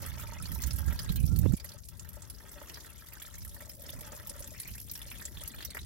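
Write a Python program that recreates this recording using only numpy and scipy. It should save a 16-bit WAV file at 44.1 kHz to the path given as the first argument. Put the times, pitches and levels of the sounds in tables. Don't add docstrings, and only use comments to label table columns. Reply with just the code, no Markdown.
import sys
import numpy as np
from scipy import signal
from scipy.fft import rfft, irfft, next_fast_len
from scipy.io import wavfile
from scipy.ndimage import uniform_filter1d, map_coordinates

SR = 44100
rng = np.random.default_rng(int(sys.argv[2]) if len(sys.argv) > 2 else 0)


def wav_out(sig):
    wavfile.write(sys.argv[1], SR, np.round(np.clip(np.atleast_2d(sig).T, -1, 1) * 32767).astype(np.int16))


N = 258101
T = np.arange(N) / SR

# (time [s], level [dB])
FLOW = [(0, -47.5), (.35, -59.5), (.58, -48.5), (.77, -52), (1.0, -53.5), (1.35, -55.5), (1.85, -60.5),
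        (2.35, -61.5), (2.75, -57.5), (3.7, -57), (4.4, -53.5), (4.8, -55.5), (5.2, -54), (5.85, -61)]
# (frequency [Hz], level [dB])
SPRAY_COLOUR = [(1800, -27), (2800, -18), (4200, -8), (5500, 1.5), (7000, -5), (8600, -15), (10000, 2.5),
                (12200, 8.5), (14000, -3), (16000, -2)]
# (time [s], level [dB], brightest pitch [Hz])
SPLATS = [(0.02, -45, 5750), (0.062, -32, 12300), (0.181, -42, 6340), (0.196, -37, 7750),
          (0.219, -36, 13400), (0.333, -39.5, 6200), (0.423, -31, 10500), (0.516, -30.5, 13100),
          (0.547, -30, 12700), (0.618, -24.5, 15700), (0.635, -28, 6500), (0.669, -25.5, 14600),
          (0.7065, -30, 5400), (0.7303, -31, 10500), (0.76, -31.5, 12600), (0.784, -29, 12100),
          (0.86, -35, 12200), (0.926, -34, 12200), (1.029, -35.5, 10000), (1.12, -30, 12600),
          (1.157, -25, 14200), (1.201, -33, 10900), (1.227, -37.5, 9700), (1.36, -29.5, 11300),
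          (1.3873, -24, 12700), (1.521, -36.5, 11800), (1.534, -36, 7200), (1.566, -34, 10700),
          (1.643, -29.5, 11800), (1.689, -36, 5430), (1.85, -41, 10800), (1.8851, -27.5, 17300),
          (1.994, -32.5, 7200), (2.088, -33, 12900), (2.13, -39.5, 11600), (2.2192, -34.5, 7560),
          (2.298, -30.5, 10500), (2.49, -39.5, 8000), (2.529, -38, 14600), (2.625, -41, 12200),
          (2.695, -37.5, 5900), (2.742, -35.5, 5440), (3.132, -34, 12800), (3.198, -39.5, 7000),
          (3.2214, -30.5, 11800), (3.339, -38, 6720), (3.381, -34, 12400), (3.447, -31.5, 12400),
          (3.476, -34.5, 10500), (3.491, -40, 10300), (3.5427, -35, 12600), (3.604, -37, 13200),
          (3.692, -33, 13400), (3.818, -34, 12200), (3.836, -40, 12100), (3.884, -38, 14100),
          (3.922, -41.5, 5530), (3.988, -41, 11950), (4.0065, -32, 12300), (4.1183, -35.5, 7100),
          (4.27, -28, 15200), (4.294, -27.5, 10000), (4.3917, -33, 10800), (4.403, -34, 11000),
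          (4.442, -35, 7300), (4.473, -33.5, 12500), (4.5987, -26, 10300), (4.615, -31.5, 12400),
          (4.675, -32, 13700), (4.704, -38, 11800), (4.751, -33.5, 11000), (4.779, -37, 11700),
          (4.8116, -33, 12900), (4.895, -35, 5400), (4.912, -25.5, 14100), (4.934, -32.5, 11400),
          (4.952, -32, 11600), (4.974, -32, 15100), (5.016, -34, 11000), (5.115, -36, 12600),
          (5.21, -35, 12900), (5.252, -26, 7260), (5.414, -35, 8450), (5.456, -39, 6600),
          (5.475, -25, 11700), (5.544, -37, 13900), (5.647, -25, 13600), (5.703, -34.5, 8800),
          (5.7458, -32.5, 11800)]
START_PAN_DB, END_PAN_DB, SETTLE_S = -6.5, -1, 1.8
DIP_DB, DIP_S = -1, 0.075
# (time [s], half length [s], depth [dB])
BREAKS = [(0.783, 0.16, -2), (1.342, 0.068, -26), (1.843, 0.054, -17), (2.362, 0.049, -6.5),
          (3.005, 0.37, -5.5), (3.47, 0.052, -8), (3.767, 0.067, -11.5), (4.867, 0.06, -14),
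          (5.32, 0.026, -6), (5.747, 0.0067, -16)]

# (time [s], level [dB], starting pitch [Hz])
BUBBLES = [(0.063, -42, 2000), (0.456, -34.5, 4570), (0.518, -43.5, 1780), (0.587, -46.5, 2580),
           (0.636, -38, 1900), (0.638, -40.5, 4330), (0.709, -33, 5260), (0.882, -35, 1710),
           (0.906, -41, 2200), (0.922, -41, 2035), (0.991, -27.5, 4960), (1.0918, -29.5, 4060),
           (1.16, -38, 3980), (1.277, -37, 5700), (1.36, -37.5, 4370), (1.5992, -36.5, 4810),
           (1.644, -40, 2010), (1.718, -39, 4460), (2.05, -43.5, 1810), (2.3005, -39, 5230),
           (2.347, -44.5, 4970), (2.403, -46, 1880), (2.6127, -43.5, 1840), (2.696, -49, 2750),
           (2.72, -47, 1810), (2.773, -39, 1750), (2.847, -43.5, 1780), (3.0225, -48, 1650),
           (3.1232, -42, 2540), (3.1688, -41, 1660), (3.2183, -41, 1840), (3.219, -39.5, 3340),
           (3.3419, -45.5, 1850), (3.4495, -44.5, 1890), (3.5652, -40.5, 1760), (3.607, -40.5, 2030),
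           (3.696, -39, 5350), (3.844, -48, 1850), (3.8611, -41, 5260), (3.892, -35, 3520),
           (4.547, -42, 1900), (4.562, -45, 2380), (4.599, -38.5, 4050), (4.633, -40, 4730),
           (4.6843, -44, 2360), (4.7512, -44, 1720), (4.779, -42, 2530), (4.897, -43, 4200),
           (4.9548, -34, 5480), (5.0163, -34.5, 3430), (5.115, -34.5, 2550), (5.1559, -39, 3250),
           (5.196, -43, 1800), (5.2166, -36.5, 1790), (5.353, -48, 1850), (5.3711, -35, 3480),
           (5.4124, -38, 3480), (5.542, -59, 1780), (5.5856, -39, 3400), (5.605, -36.5, 1800),
           (5.625, -38, 3400), (5.6508, -32.5, 5820), (5.7047, -36.5, 4350), (5.719, -44, 2050),
           (5.748, -31, 1890), (5.7695, -27.5, 2020), (5.789, -35.5, 3830)]
POP_DB, BUBBLE_T60_S = -16, .009
# (start [s], length [s], first pitch [Hz], level [dB])
BUBBLE_RUNS = [(0.058, 0.036, 1750, -42), (0.17, 0.053, 2100, -39), (2.689, 0.12, 2800, -37),
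               (4.532, 0.034, 2080, -44), (4.643, 0.053, 2080, -41), (4.866, 0.03, 3150, -45),
               (5.105, 0.067, 2550, -43), (5.424, 0.045, 2420, -42.5), (5.584, 0.074, 3420, -33.5)]
CLIMB_OCTAVES_PER_S = 11.4
# (time [s], level [dB])
FROTH = [(0, -54.5), (.6, -49), (.8, -60), (1.0, -51), (1.35, -50), (1.85, -63.5), (2.35, -65),
         (2.75, -52.5), (3.6, -57.5), (3.9, -56.5), (4.1, -58), (4.45, -60), (4.6, -55), (5.2, -55.5),
         (5.85, -52.5)]
# (time [s], level [dB])
SLAPS = [(0, -49.5), (.12, -59), (.25, -54.5), (.45, -56.5), (.57, -54.5), (.76, -57), (.92, -50.5),
         (1.25, -69), (1.55, -72), (1.72, -59), (1.9, -67.5), (2.2, -62.5), (2.62, -57), (3.25, -61),
         (3.75, -62), (4.16, -57), (4.4, -58), (4.6, -73.5), (5.0, -64.5), (5.55, -64.5), (5.85, -73)]
# (time [s], level [dB])
TRICKLE = [(0, -58), (.75, -71), (1.0, -57), (1.3, -77), (1.9, -74), (2.35, -76), (2.68, -59), (3.0, -64),
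           (3.25, -55), (3.45, -75.5), (3.75, -61.5), (4.2, -64.5), (4.85, -66), (5.2, -57), (5.85, -66.5)]
# (frequency [Hz], level [dB])
TRICKLE_COLOUR = [(400, -10), (800, -13), (1300, -14), (1850, 8.5), (2700, -9.5), (3500, 10.5), (5000, 13),
                  (9000, -34)]

# (frequency [Hz], width [Hz], level [dB])
PAN_MODES = [(219, 40, -2), (345, 125, -4), (588, 50, 2), (742, 55, -10), (915, 45, -1), (1118, 60, -8),
             (1315, 90, 2), (1635, 70, 1), (1880, 110, -2.5), (2140, 110, -8), (2550, 260, -10),
             (3420, 220, -5)]
PAN_BEND = .035
# (time [s], level [dB], starting pitch [Hz])
KNOCKS = [(0.024, -39.5, 900), (0.137, -42.5, 980), (0.173, -41.5, 970), (0.194, -38.5, 1390),
          (0.234, -38.5, 1290), (0.241, -46, 850), (0.286, -44, 935), (0.321, -38.5, 1010),
          (0.362, -41.5, 940), (0.401, -41, 1320), (0.493, -46, 1140), (0.521, -44, 1400),
          (0.558, -40.5, 970), (0.83, -41.5, 1410), (0.884, -43, 1400), (1.432, -41.5, 1730),
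          (1.521, -43.5, 1650), (1.646, -46, 494), (1.743, -50.5, 595), (2.169, -41.5, 795),
          (2.22, -49.5, 1300), (2.404, -58, 1310), (2.442, -48, 563), (2.561, -46, 680),
          (2.615, -38.5, 950), (2.6367, -44, 1310), (2.773, -43, 1410), (2.93, -53, 1330),
          (3.023, -52, 1330), (3.111, -56, 930), (3.201, -48.5, 1270), (3.2456, -47.5, 1170),
          (3.283, -49.5, 1250), (3.469, -48, 1280), (3.618, -46, 570), (3.792, -51, 573), (3.836, -47, 560),
          (3.889, -46, 600), (3.933, -43.5, 596), (4.014, -42.5, 585), (4.121, -37, 570),
          (4.125, -42, 1330), (4.146, -47, 565), (4.198, -40, 1940), (4.263, -50, 1210),
          (4.307, -43.5, 567), (4.343, -45, 1300), (4.354, -45.5, 550), (4.405, -43, 594),
          (4.517, -43, 580), (5.003, -49.5, 1300), (5.061, -50, 576), (5.255, -50, 580), (5.414, -50, 580),
          (5.43, -44, 1280), (5.543, -39, 1600), (5.685, -48, 560), (5.751, -46, 690)]
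KNOCK_SNAP_DB = 2
GLUGS_FROM_S, GLUG_DB, GLUG_HZ, GLUG_OCTAVES = 3.6, -49, 175.5, 0.97
# (start [s], end [s], level [dB])
ON_BOTTOM = (3.57, 4.46, -65.5)
DRUM_FADE_DB_PER_S = 146

# (time [s], pitch [Hz], level [dB])
WHISTLE = [(.7, 1650, -78), (.85, 1603, -62), (.96, 1623, -61), (1.07, 1650, -62), (1.13, 1595, -58),
           (1.18, 1650, -66), (1.24, 1490, -86), (1.28, 1338, -61), (1.315, 1395, -63), (1.36, 1360, -63),
           (1.41, 1304, -88)]
WHISTLE_WANDER_HZ, WHISTLE_FLUTTER_DB = 84, -1
# (time [s], level [dB])
LONG_GUST = [(0, -36), (.35, -42), (.57, -45), (.66, -29), (.9, -31.5), (1.0, -44), (1.08, -32.5),
             (1.2, -26.5), (1.33, -23.5), (1.545, -21.5), (1.553, -71), (1.8, -86)]
# (peak time [s], level [dB], half length [s])
PUFFS = [(0.435, -31, 0.037), (0.524, -28, 0.04), (0.598, -26.5, 0.026), (0.747, -25.5, 0.062),
         (0.893, -20, 0.039), (1.103, -20.5, 0.012), (1.243, -19.5, 0.023), (1.324, -15, 0.017),
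         (1.447, -15, 0.03), (1.539, -14, 0.0049), (3.448, -40, 0.075), (3.97, -40, 0.075),
         (4.23, -52, 0.11), (4.404, -40, 0.026), (4.721, -38, 0.032), (5.074, -49, 0.052),
         (5.382, -40, 0.046), (5.579, -37.5, 0.015), (5.85, -41.5, 0.057)]
PUFF_EDGE_DB = -9.5
# (time [s], peak level [dB], half width at half height [s])
BUFFET = (1.4626, -12.5, 0.0012)
# (time [s], level [dB])
BREEZE = [(0, -47), (.85, -42.5), (1.1, -38), (1.8, -47.5), (2.1, -44), (2.55, -49), (3.25, -51),
          (3.42, -45.5), (3.7, -49), (5.85, -45.5)]
# (frequency [Hz], level [dB])
WIND_COLOUR = [(15, -34), (28, -10.5), (42, 0), (62, 7), (110, -0.5), (170, -14.5), (250, -21.5),
               (400, -34.5), (700, -42), (1500, -59)]
# (frequency [Hz], level [dB])
AIR_COLOUR = [(30, -13), (80, -19), (180, -1), (350, 2), (700, -6.5), (1500, -52), (4000, -21),
              (16000, -15)]
AIR_DB = -64
TOP_HZ = 16000


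def spray(level_db):
    drops = np.zeros((2, N))
    for s, pitch, size, side in scatter(count=620, size=4):
        tick = burst(5000 + 10500 * pitch, width_hz=1740, decay_s=0.00025, skirt_db=-16.5, snap_db=9.5)
        echoed = underbody(tick, wet_db=3, t60=0.045)
        add(drops, s, echoed * undb(11.9 * size ** 2), 8 * (side - .5))
    grain_db = 11.3 * walk(110) + 2 * rng.standard_normal(N)
    fizz = colour(rng.standard_normal((2, N)) * undb(grain_db), SPRAY_COLOUR)
    pricks = patter(rate=420, spread_db=6, clump_db=3, clump_rate=90)
    crackle = underbody(colour(pricks, SPRAY_COLOUR), wet_db=-2, t60=.012)
    mix = even(drops) * undb(1.0) + even(fizz) * undb(-2.5) + even(crackle) * undb(-0.5)
    return mix * undb(level_db)


def splats():
    out = np.zeros((2, N))
    for s, db, hz in SPLATS:
        slap = burst(hz, width_hz=1100, decay_s=0.00045, skirt_db=-16.5, snap_db=23.0)
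        echoed = underbody(slap, wet_db=11.5, t60=0.051)
        add(out, s + 0.00083, echoed * undb(db + 15.5), landing_side(s))
    return out


def bubbles():
    out = np.zeros((2, N))
    for s, db, hz in BUBBLES:
        tone = ring(hz, cycles=BUBBLE_T60_S * hz, glide=0.047)
        skin = undb(-6) * np.abs(tone) * rng.standard_normal(len(tone))
        skin[0] += undb(POP_DB) * np.sqrt(len(tone)) / 2
        echoed = underbody(tone + skin, wet_db=5.5, t60=0.052)
        add(out, s, echoed * undb(db + 3.5), landing_side(s) - 1.2)
    for start, length, first_hz, db in BUBBLE_RUNS:
        for age in length * (np.arange(4) + rng.random(4)) / 4:
            hz = first_hz * 2 ** (CLIMB_OCTAVES_PER_S * age)
            blip = ring(hz, cycles=18, glide=0.1)
            blip[0] += undb(POP_DB) * np.sqrt(len(blip))
            echoed = underbody(blip, wet_db=9, t60=0.087)
            add(out, start + age, echoed * undb(db + 2.8 * rng.standard_normal()))
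    return out


def froth(level_db):
    out = np.zeros((2, N))
    for s, pitch, size, side in scatter(count=600, size=4):
        tone = ring(1900 * 3.8 ** pitch, cycles=58, glide=0.041)
        blip = underbody(tone, wet_db=3, t60=0.06)
        add(out, s, blip * undb(5.3 * size ** 2 + 6 * pitch), 6 * (side - .7))
    return even(out) * undb(level_db - 4.0)


def slosh(level_db):
    gurgle = np.zeros((2, N))
    for s, pitch, size in scatter(count=1000, size=3):
        tone = ring(800 * 2.5 ** pitch, cycles=14, glide=0.25)
        blip = underbody(tone, wet_db=2, t60=0.04)
        add(gurgle, s, blip * undb(11.7 * size ** 2 + 1.5 * pitch))
    slaps = patter(rate=340, spread_db=2.5, clump_db=4.5, clump_rate=49)
    near = []
    for _ in range(2):
        strength_db = 8.2 * np.clip(rng.standard_normal(N), -1.5, 1.5)
        near.append(pan(slaps * undb(strength_db)))
    echoed = underbody(pan(slaps), wet_db=9, t60=0.097)
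    rung = bend(even(np.array(near)) + undb(-0.5) * even(echoed), depth=PAN_BEND, rate=14)
    pool = rung + undb(0.5) * even(gurgle)
    return even(pool) * undb(level_db + 0.5) * undb([[-1.2], [1.2]])


def trickle(level_db):
    out = np.zeros((2, N))
    for s, pitch, size, side in scatter(count=800, size=4):
        plip = ring(1000 * 3.5 ** pitch, cycles=11, glide=.25)
        plip[0] += undb(-9.0)
        echoed = underbody(plip, wet_db=0, t60=.025)
        add(out, s, echoed * undb(16 * size ** 2 + 4 * pitch), 5 * (side - .6))
    return even(colour(out, TRICKLE_COLOUR), span_s=.12) * undb(level_db)


def knocks():
    out = np.zeros((2, N))
    for s, db, hz in KNOCKS:
        plop = np.pad(ring(hz, cycles=8, glide=.14), (0, 2500))
        plop[0] += undb(KNOCK_SNAP_DB)
        thump = pan(plop)
        sound = undb(-3.0) * plop + undb(-1.5) * thump / np.abs(thump).max()
        add(out, s, underbody(sound, wet_db=3.0, t60=0.038) * undb(db + 1.0))
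    for s, pitch, size in scatter(count=130, size=3):
        if s > GLUGS_FROM_S:
            glug = ring(GLUG_HZ * 2 ** (GLUG_OCTAVES * pitch), cycles=8.9, glide=0.18)
            add(out, s, glug * undb(GLUG_DB + 10 * (size - .5) - 3 * pitch))
    return out


def drumming():
    beats = patter(rate=400, spread_db=2, clump_db=2, clump_rate=60)
    bottom = resonate(resonate(beats, 586, 61), 554, 190)
    bent = bend(bottom, depth=0.015, rate=29)
    echoed = underbody(bent, wet_db=-6, t60=0.07)
    return even(echoed, span_s=0.13) * spell(*ON_BOTTOM) * undb(0.5)


def whistle():
    s, hz, db = np.transpose(WHISTLE)
    waver = walk(WHISTLE_WANDER_HZ) + 1j * walk(WHISTLE_WANDER_HZ)
    phase = 2 * np.pi * np.cumsum(np.interp(T, s, hz)) / SR
    tone = np.real(waver * np.exp(1j * phase))
    level_db = np.interp(T, s, db) + WHISTLE_FLUTTER_DB * (walk(47.0) - 1.0)
    sounding = (T > s[0]) * (T < s[-1])
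    return underbody(tone * undb(level_db) * sounding, wet_db=18, t60=0.042)


def ports():
    s, db, half_width = BUFFET
    slap = undb(db) / (1 + ((T - s) / half_width) ** 2) * np.cos(2 * np.pi * 300 * (T - s))
    flutter = unit(resonate(resonate(rng.standard_normal(N), 190, 240), 256, 960))
    flutter = flutter * np.exp(-((T - s + 0.0019) / 0.006) ** 2)
    puffs = [peak_db + PUFF_EDGE_DB * np.abs(T - at) / half for at, peak_db, half in PUFFS]
    gusts_db = np.max([curve(LONG_GUST)] + puffs, axis=0)
    right = wind(gusts_db, harsh_db=-8.0) + slap + undb(-29) * flutter
    left = wind(curve(BREEZE), harsh_db=-2.5)
    return np.array([left, right])


def wind(level_db, harsh_db, hold_s=0.15):
    eddies = even(colour(rng.standard_normal(N), WIND_COLOUR), hold_s)
    lumps = undb(3 * np.clip(walk(30), -1.5, 1))
    fast = rng.standard_normal(N)
    for hz, width_hz in [(152, 135), (162.6, 70), (162, 196)]:
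        fast = resonate(fast, hz, width_hz)
    fast = even(fast, hold_s) * lumps
    return undb(level_db) * (eddies + undb(harsh_db + 5.0 + 0.29 * level_db) * fast)


def air():
    noise = rng.standard_normal((2, N)) + 1.14 * rng.standard_normal(N)
    return unit(colour(noise, AIR_COLOUR)) * undb(AIR_DB + 2.2 * walk(4.2))


def burst(hz, width_hz, decay_s, skirt_db, snap_db):
    t = np.arange(700) / SR
    uneven = undb(5.4 * rng.standard_normal(len(t)))
    clicks = rng.standard_normal(len(t)) * uneven * np.exp(-t / decay_s)
    clicks /= np.linalg.norm(clicks)
    clicks[0] += undb(snap_db)
    sound = resonate(clicks, hz, width_hz) + undb(skirt_db) * resonate(clicks, 10200, 9200)
    return sound / np.linalg.norm(sound)


def ring(hz, cycles, glide):
    age = np.arange(int(cycles * SR / hz) + 2) * hz / SR / cycles
    phase = 2 * np.pi * cycles * age * (1 + glide * age / 2)
    return np.sin(phase) * np.exp(-np.log(1000) * age)


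def pan(x):
    out = 0
    for k, (hz, width, db) in enumerate(PAN_MODES):
        out = out + (-1) ** k * undb(db) * resonate(x, hz, width)
    return out


def bend(x, depth, rate):
    lead = np.cumsum(depth * walk(rate))
    drift = uniform_filter1d(lead, int(3 * SR / rate))
    place = np.arange(N) + lead - drift
    return np.array([map_coordinates(port, [place], order=1, mode="mirror") for port in np.atleast_2d(x)])


def underbody(x, wet_db, t60, lag_s=.00006):
    t = np.arange(2500) / SR
    echoes = rng.standard_normal((2, len(t))) * undb(-60 * t / t60) * (t > .001)
    response = undb(wet_db) * echoes / np.sqrt(np.sum(echoes ** 2, axis=1, keepdims=True))
    response[0, int(lag_s * SR)] += 1
    response[1, 0] += 1
    echoed = signal.fftconvolve(np.atleast_2d(x), response, axes=1)[:, :N]
    return echoed / np.sqrt(1 + undb(2 * wet_db))


def patter(rate, spread_db, clump_db, clump_rate):
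    hit = rng.random(N) < rate / SR
    size = undb(spread_db * np.minimum(rng.standard_normal(N), 2)) * rng.choice([-1, 1], N)
    return hit * size * undb(clump_db * np.clip(walk(clump_rate), -2, 2))


def scatter(count, size):
    rows = rng.random((count, size))
    slot = (np.arange(count) + 4 * rows[:, 0] - 2) % count
    rows[:, 0] = slot * N / SR / count
    return rows


def landing_side(s):
    return END_PAN_DB + (START_PAN_DB - END_PAN_DB) * np.exp(-(s / SETTLE_S) ** 2)


def dips():
    due = np.sort([s for s, db, hz in list(SPLATS) + list(BUBBLES)] + [np.inf])
    wait = due[np.searchsorted(due, T)] - T
    return DIP_DB * np.exp(-wait / DIP_S)


def spell(start, end, db):
    outside_s = np.maximum(np.maximum(start - T, T - end), 0)
    return undb(db - DRUM_FADE_DB_PER_S * outside_s)


def undb(db):
    return 10 ** (np.asarray(db) / 20)


def curve(rows):
    return np.interp(T, *np.transpose(rows))


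def unit(x):
    return x / np.sqrt(np.mean(x ** 2))


def even(x, span_s=0.93):
    window = signal.windows.hann(int(2 * span_s * SR))
    power = signal.fftconvolve(np.mean(np.atleast_2d(x) ** 2, axis=0), window, "same")
    weight = signal.fftconvolve(np.ones(N), window, "same")
    return x / np.sqrt(np.maximum(power / weight, 1e-12))


def walk(rate):
    k = max(int(SR / rate), 1)
    steps = rng.standard_normal(4096)[np.arange(N) // k % 4096]
    return unit(uniform_filter1d(uniform_filter1d(steps, k), k // 2 + 1))


def colour(x, points):
    size = next_fast_len(N + 8192)
    hz, db = np.transpose(points)
    f = np.maximum(np.arange(size // 2 + 1) * SR / size, 1)
    log_gain = np.interp(np.log(f), np.log(hz), db) * np.log(10) / 20
    cepstrum = irfft(log_gain, size)
    cepstrum[1:size // 2] *= 2
    cepstrum[size // 2 + 1:] = 0
    return irfft(rfft(x, size) * np.exp(rfft(cepstrum)), size)[..., :N]


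def resonate(x, hz, width_hz):
    hz = min(hz, .42 * SR)
    return signal.lfilter(*signal.iirpeak(hz, hz / min(width_hz, SR / 3), SR), x)


def add(out, s, sound, pan_db=0):
    i = int(np.clip(s * SR, 0, N - 1))
    sound = np.atleast_2d(sound)[:, :N - i]
    out[:, i:i + sound.shape[1]] += sound * undb([[pan_db / 2], [-pan_db / 2]])


def scene():
    dip_db = dips()
    pool_db = dip_db + sum(depth * np.exp(-((T - s) / half) ** 2) for s, half, depth in BREAKS)
    oil = spray(curve(FLOW) + dip_db) + splats() + bubbles()
    oil = oil + froth(curve(FROTH) + pool_db) + slosh(curve(SLAPS) + pool_db)
    oil = oil + trickle(curve(TRICKLE) + pool_db)
    struck_pan = knocks() + drumming()
    return oil + struck_pan + whistle() + ports() + air()


def record(dry):
    return signal.sosfilt(signal.ellip(10, .2, 80, TOP_HZ, fs=SR, output="sos"), dry)


dry = scene()
out = record(dry)
wav_out(out)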